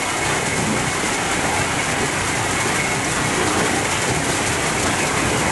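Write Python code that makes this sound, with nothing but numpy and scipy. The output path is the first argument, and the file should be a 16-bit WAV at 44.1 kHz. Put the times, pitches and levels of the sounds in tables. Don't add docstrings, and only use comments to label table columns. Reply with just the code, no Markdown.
import sys
import numpy as np
from scipy import signal
from scipy.fft import rfft, irfft, next_fast_len
from scipy.io import wavfile
from scipy.ndimage import uniform_filter1d, map_coordinates

SR = 44100
rng = np.random.default_rng(int(sys.argv[2]) if len(sys.argv) > 2 else 0)


def unload_wav(signal):
    wavfile.write(
        sys.argv[1],
        SR,
        np.round(np.clip(np.atleast_2d(signal).T, -1, 1) * 32767).astype(np.int16),
    )


N = 242991
ROTOR_HZ = 30.4
GRIP_S = .05


# (frequency [Hz], relative level [dB])
SPLINTER_EQ = [(200, -10.5), (480, -7), (630, -3.5), (770, 2), (900, 0.5), (1150, 0), (1750, -1.5),
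               (2150, -2.5), (2450, -5), (3000, -7), (3500, -11.5), (4800, -22), (7000, -42), (12000, -57)]

def splintering(swing_db, feed_jolts):
    cracks = patchy(impacts(rate=14000, scatter_db=2.5), depth_db=2.5, width_hz=55, length=.09)
    level_db = -24 + .07 * clock() + swing_db
    crunch_db = .65 * feed_jolts + .5 * jolts(rate=85, decay=.018)
    return amp(level_db + crunch_db) * coloured(cracks, SPLINTER_EQ)


# (frequency [Hz], relative level [dB])
POUND_EQ = [(10, -26), (20, -15.5), (30, -21), (40, -18.5), (52, -32), (66, -6), (82, 1), (130, 3),
            (220, -1), (390, 0), (580, -5.5), (900, -6), (1800, -45), (4000, -70)]

def pounding(swing_db):
    blows = each_turn(impacts(rate=5000, scatter_db=3), again=.31)
    level_db = -28 + .64 * clock() + swing_db
    jolt_db = .88 * jolts(rate=39, decay=.019)
    return amp(level_db + jolt_db) * evened(coloured(blows, POUND_EQ), 2 * GRIP_S)


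# (frequency [Hz], relative level [dB])
CHIP_EQ = [(1200, -62), (3000, -7.5), (4000, -4), (5000, -5), (6000, -1.5), (7400, 0.5), (8600, -2),
           (10000, -4), (11000, -6.5), (11800, -14)]
# (time [s], level [dB], length [s])
CHIP_SURGES = [(0.18, -30, 0.016), (0.265, -28, 0.034), (.47, -28, .012), (.57, -30, .02),
               (1.065, -28, 0.025), (1.14, -28, 0.014), (1.835, -41, .015), (2.01, -31, .012),
               (2.167, -36, .012), (2.285, -29, .022), (2.524, -30, .025), (2.616, -27, 0.02),
               (2.686, -28, 0.021), (2.79, -32, .008), (3.124, -28, .022), (3.36, -30, 0.031),
               (3.486, -29, 0.03), (3.585, -29, 0.018), (3.67, -41, 0.017), (3.926, -26.5, 0.026),
               (4.022, -26, 0.0073), (4.088, -27.5, 0.022), (4.25, -30, 0.014), (4.317, -28, 0.025),
               (4.367, -28.5, 0.022), (4.435, -33, .012), (4.475, -24.5, 0.02), (4.627, -32, .008),
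               (4.67, -29, 0.011), (4.833, -23.5, 0.0099), (4.998, -29, .014), (5.027, -29, .007),
               (5.074, -26, 0.0098), (5.39, -39, .02)]

def chips(swing_db, feed_jolts):
    level_db = -29 + .2751 * clock() + swing_db
    flutter_db = .7 * feed_jolts + .6 * jolts(rate=45, decay=.025)
    hail = coloured(impacts(rate=9000, scatter_db=4) + rng.standard_normal(N), CHIP_EQ)
    grit = coloured(impacts(rate=2400, scatter_db=2.5) + rng.standard_normal(N), CHIP_EQ)
    surges = sum(amp(db) * spurt(s, length) for s, db, length in CHIP_SURGES)
    return amp(level_db + flutter_db) * hail + surges * grit


# (time [s], level [dB], pitch [Hz], length [s], width [share of pitch])
CAUGHT_PIECES = [(.595, -25, 190, .05, .35), (.69, -25, 215, .06, .35), (.75, -24.5, 460, .042, .35),
                 (2.015, -26.5, 300, 0.03, 0.6), (4.455, -23, 2200, 0.012, .28), (.165, -28, 800, .025, .2),
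                 (.265, -33, 3700, .025, .3), (1.46, -30, 940, .06, .2), (2.56, -33, 1980, .07, .04),
                 (3.047, -25.5, 6100, 0.005, .08), (3.39, -29, 390, .1, .25), (3.485, -32, 4000, .025, .3),
                 (3.61, -24.3, 295, 0.045, .22), (3.635, -25.5, 440, .035, .22),
                 (3.59, -26.5, 736, .055, .3), (3.75, -27.5, 340, .04, .3), (3.77, -29, 740, .035, .2),
                 (3.94, -31.5, 2830, 0.057, 0.12), (4.09, -28, 400, .035, .4),
                 (4.095, -32.5, 4200, .018, .3), (4.325, -31.5, 4200, .025, .3),
                 (4.59, -30, 2500, 0.027, 0.22), (4.87, -27, 270, .045, .3), (5.01, -32, 2500, .035, 0.15),
                 (5.24, -28, 260, .04, .3), (5.32, -27, 480, 0.06, 0.5)]

def scrapes():
    out = np.zeros(N)
    for s, db, hz, length, spread in CAUGHT_PIECES:
        shaking = each_turn(ringing(hz, spread * hz), again=.8)
        out += amp(db) * swell(s, length) * evened(shaking, GRIP_S)
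    return out


# (time [s], level [dB], pitch [Hz], length [s], glide [Hz/s])
JAMS = [(.635, -21, 152, .04, 0), (.69, -26, 212, .06, 0), (1.37, -28.5, 870, .035, 0),
        (1.52, -28, 845, .12, 0), (2.39, -26, 111, .042, 0), (3.23, -29, 120, .05, 0),
        (3.36, -27.5, 380, .035, 0), (3.83, -27.5, 140, .045, 0), (.35, -31, 2010, .03, 900),
        (.92, -34, 1970, .05, 1100), (1.045, -29, 2085, .045, -600), (2.33, -31, 2055, .05, -900),
        (2.38, -34, 1780, .07, -400), (2.48, -30, 1930, .04, -400), (5.01, -29, 2526, .04, 0)]

def groans():
    return sum(amp(db) * swell(s, length) * tone(hz + glide * (clock() - s), waver_hz=4)
               for s, db, hz, length, glide in JAMS)


# (time [s], relative level [dB], pitch [Hz], rise time [s])
BLOCK_HITS = [(0.722, -27, 322, 0.0055), (.87, -22, 135, 0.0073), (1.031, -20, 307, 0.006),
              (1.482, -25, 320, 0.0045), (1.586, -23.5, 123, 0.012), (1.985, -24, 215, 0.0063),
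              (2.027, -19.5, 412, 0.0054), (2.044, -25, 238, 0.0044), (2.206, -24, 111, 0.0086),
              (2.655, -19, 386, 0.0059), (2.686, -22, 328, .006), (3.564, -22, 324, 0.0046),
              (3.613, -23, 288, 0.0075), (4.083, -23, 392, 0.0063), (4.099, -22, 115, 0.0091),
              (4.113, -18, 322, 0.0021), (4.295, -22, 135, 0.0082), (4.494, -23.5, 136, 0.0071),
              (5.22, -26, 285, 0.008), (5.27, -24, 108, 0.008), (5.35, -26, 313, 0.0049)]
# (frequency [multiple of pitch], relative level [dB])
BLOCK_MODES = [(1, -1), (.58, -6), (1.37, -7), (2.1, -8)]

def knocks(gain_db=1.5):
    out = np.zeros(N + SR)
    t = np.arange(SR // 8) / SR
    for s, db, hz, rise in BLOCK_HITS:
        ring = sum(amp(mode_db) * np.sin(2 * np.pi * (ratio * hz * t + rng.random()))
                   for ratio, mode_db in BLOCK_MODES)
        envelope = t / rise * np.exp(1 - t / rise)
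        out[round(s * SR):][:len(t)] += amp(db + gain_db) * envelope * ring
    return out[:N]


# (harmonic [multiple of rotor speed], relative level [dB])
DRONE_HARMONICS = [(2, -42), (4, -50), (5, -43), (6, -41), (7, -45.5), (8, -52), (9, -40.5), (10, -39),
                   (11, -49.5), (13, -42.5), (18, -67), (19, -56)]
# (harmonic [multiple of rotor speed], level [dB])
GROWL_HARMONICS = [(8, -34), (10, -30.5), (12, -33), (14, -38)]

def rotor(swing_db):
    speed_hz = ROTOR_HZ * (1 + .0019 * wobble(rate=2.985))
    turns = np.cumsum(speed_hz) / SR
    phases = rng.random(24)
    harmonic = lambda k: np.sin(2 * np.pi * (k * turns + phases[round(k)]))
    drone = sum(amp(db - .5 + 3 * wobble(rate=9)) * harmonic(k) for k, db in DRONE_HARMONICS)
    growl = sum(amp(db + 3 * wobble(rate=16)) * harmonic(k) for k, db in GROWL_HARMONICS)
    return amp(swing_db) * (drone + swell(s=3.4, length=.2) * growl)


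# (pitch [Hz], width [Hz], relative level [dB])
HOUSING_MODES = [(2182, 28, -8), (2180, 160, -6)]
# (time [s], level [dB])
HOUSING_PINGS = [(.012, -35), (.04, -30), (.232, -23.5), (.331, -36), (.372, -40), (.428, -37), (.498, -36),
                 (.575, -28), (.923, -29), (1.156, -26), (1.342, -31), (1.594, -27), (2.796, -26),
                 (2.897, -30), (3.254, -27), (4.67, -27), (5.037, -23), (5.342, -28), (5.48, -25)]
# (time [s], level [dB], length [s])
HOUSING_SQUEALS = [(.04, -32, .05), (.35, -32.5, .05), (.52, -33.5, .06), (.76, -35.5, .04),
                   (.95, -34, .08), (1.33, -31.5, .05), (1.65, -32, .06), (1.8, -30, .06),
                   (2.59, -28.5, .065), (2.85, -29.5, .1), (3.27, -34, .05)]

def housing():
    shimmer = amp(2.7 * jolts(rate=100, decay=.012))
    modes = sum(amp(db) * ringing(hz, width) for hz, width, db in HOUSING_MODES)
    singing = amp(-36 + .16 * clock()) * unit(shimmer * modes)
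    ring = tone(hz=2183, waver_hz=11)
    rasp = amp(-13) * ringing(centre_hz=2060, width_hz=110)
    pings = sum(amp(db) * spurt(s, length=.016) for s, db in HOUSING_PINGS)
    chatter = amp(3.5 * wobble(rate=70))
    squeals = chatter * sum(amp(db) * swell(s, length) for s, db, length in HOUSING_SQUEALS)
    return singing + (pings + squeals) * (ring + rasp)


# (pitch [Hz], width [Hz], relative level [dB])
DRIVE_WHINES = [(687, 3, -49), (724, 3, -47), (1601, 18, -44), (1922, 8, -42.5), (2035, 70, -41),
                (2526, 12, -46), (2979, 6, -52)]

def drive(gain_db=2):
    return amp(gain_db) * sum(amp(db) * ringing(hz, width) for hz, width, db in DRIVE_WHINES)


# (time [s], length [s], pounding change [dB], splintering change [dB], chips change [dB])
WADS_AND_GAPS = [(0.054, 0.09, -4.5, -1.5, 0), (0.29, 0.06, 3, 1.3, -0.2), (0.486, 0.17, 2.5, -2.2, 0.4),
                 (0.657, 0.075, 2, -1, -0.5), (0.895, 0.065, -1.5, -1.5, 0.5), (1.47, 0.078, 2, 0.5, 1),
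                 (1.96, 0.033, -1, 0.2, -3), (2.12, 0.028, -2, -2.5, -2), (2.43, .05, -1, -1, -1),
                 (2.706, 0.036, 0.5, 1.5, .3), (2.994, 0.13, 0, -1.7, -.5), (3.53, 0.35, 0.4, 0.6, 0.1),
                 (3.91, 0.066, -3, -0.5, 0), (4.173, 0.078, 1, -2, -1.3), (5.33, 0.39, 1.5, -0.3, -.2)]

def feed_swings():
    return sum(np.outer(changes_db, swell(s, length)) for s, length, *changes_db in WADS_AND_GAPS)


def amp(db):
    return 10 ** (np.asarray(db) / 20)


def unit(x):
    return x / np.sqrt(np.mean(x ** 2) + 1e-20)


def clock():
    return np.arange(N) / SR


def swell(s, length):
    u = (clock() - s) / length
    return np.exp(-(u * np.where(u < 0, 1.3, .8)) ** 2)


def spurt(s, length):
    u = (clock() - s) / length + .4
    return np.exp(-(u * np.where(u < 0, 3, .6)) ** 2)


def wobble(rate):
    return unit(map_coordinates(rng.standard_normal(1024), [clock() * rate + 2], mode="wrap"))


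def jolts(rate, decay):
    kicks = (rng.random(N) < rate / SR) * rng.uniform(.5, 1, N)
    sinking = filtered(kicks - kicks.mean(), lambda hz: 1 / (1 + 2j * np.pi * hz * decay))
    return unit(sinking - uniform_filter1d(sinking, size=SR // 5))


def impacts(rate, scatter_db):
    struck = rng.random(N) < rate / SR
    return unit(struck * rng.choice([-1, 1], N) * amp(scatter_db * rng.standard_normal(N)))


def ringing(centre_hz, width_hz):
    return unit(filtered(rng.standard_normal(N), lambda hz: 1 / (1 + ((hz - centre_hz) / width_hz) ** 2)))


def tone(hz, waver_hz):
    cycles = np.cumsum(hz + waver_hz * wobble(rate=40)) / SR
    return np.sin(2 * np.pi * (cycles + rng.random()))


def filtered(x, response):
    size = next_fast_len(N + SR // 2)
    return irfft(rfft(x, size) * response(np.fft.rfftfreq(size, 1 / SR)), size)[..., :N]


def coloured(x, eq):
    points_hz, db = np.transpose(eq)
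    return unit(filtered(x, lambda hz: amp(np.interp(np.log(hz + 1), np.log(points_hz), db))))


def patchy(x, depth_db, width_hz, length):
    size, hop = 2048, 512
    spectra = signal.stft(x, nperseg=size, noverlap=size - hop)[2]
    band, frame = np.indices(spectra.shape)
    where = [band * SR / size / width_hz, frame * hop / SR / length]
    patches = map_coordinates(rng.standard_normal((512, 256)), where, mode="wrap")
    return unit(signal.istft(spectra * amp(depth_db * patches), nperseg=size, noverlap=size - hop)[1][:N])


def each_turn(x, again, fade_hz=900):
    share = lambda hz: again / (1 + (hz / fade_hz) ** 4)
    return unit(filtered(x, lambda hz: 1 / (1 - share(hz) * np.exp(-2j * np.pi * hz / ROTOR_HZ))))


def evened(x, length):
    window = np.hanning(round(2 * length * SR))
    power = np.abs(signal.fftconvolve(x ** 2, window, "same"))
    return unit(x / np.sqrt(power + 1e-12))


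def scene():
    pound_db, splinter_db, chips_db = feed_swings()
    feed_jolts = jolts(rate=43, decay=.026)
    mill = rotor(.26 * pound_db)
    mill += pounding(pound_db) + splintering(splinter_db, feed_jolts)
    mill += housing() + drive()
    mill += scrapes() + groans() + knocks() + chips(chips_db, feed_jolts)
    return np.array([mill, mill])


def record(dry):
    ceiling, top_hz = .45, 11700
    rounded = dry / (1 + np.abs(dry / ceiling) ** 10) ** (1 / 10)
    return filtered(rounded, lambda hz: hz < top_hz)


dry = scene()
out = record(dry)
unload_wav(out)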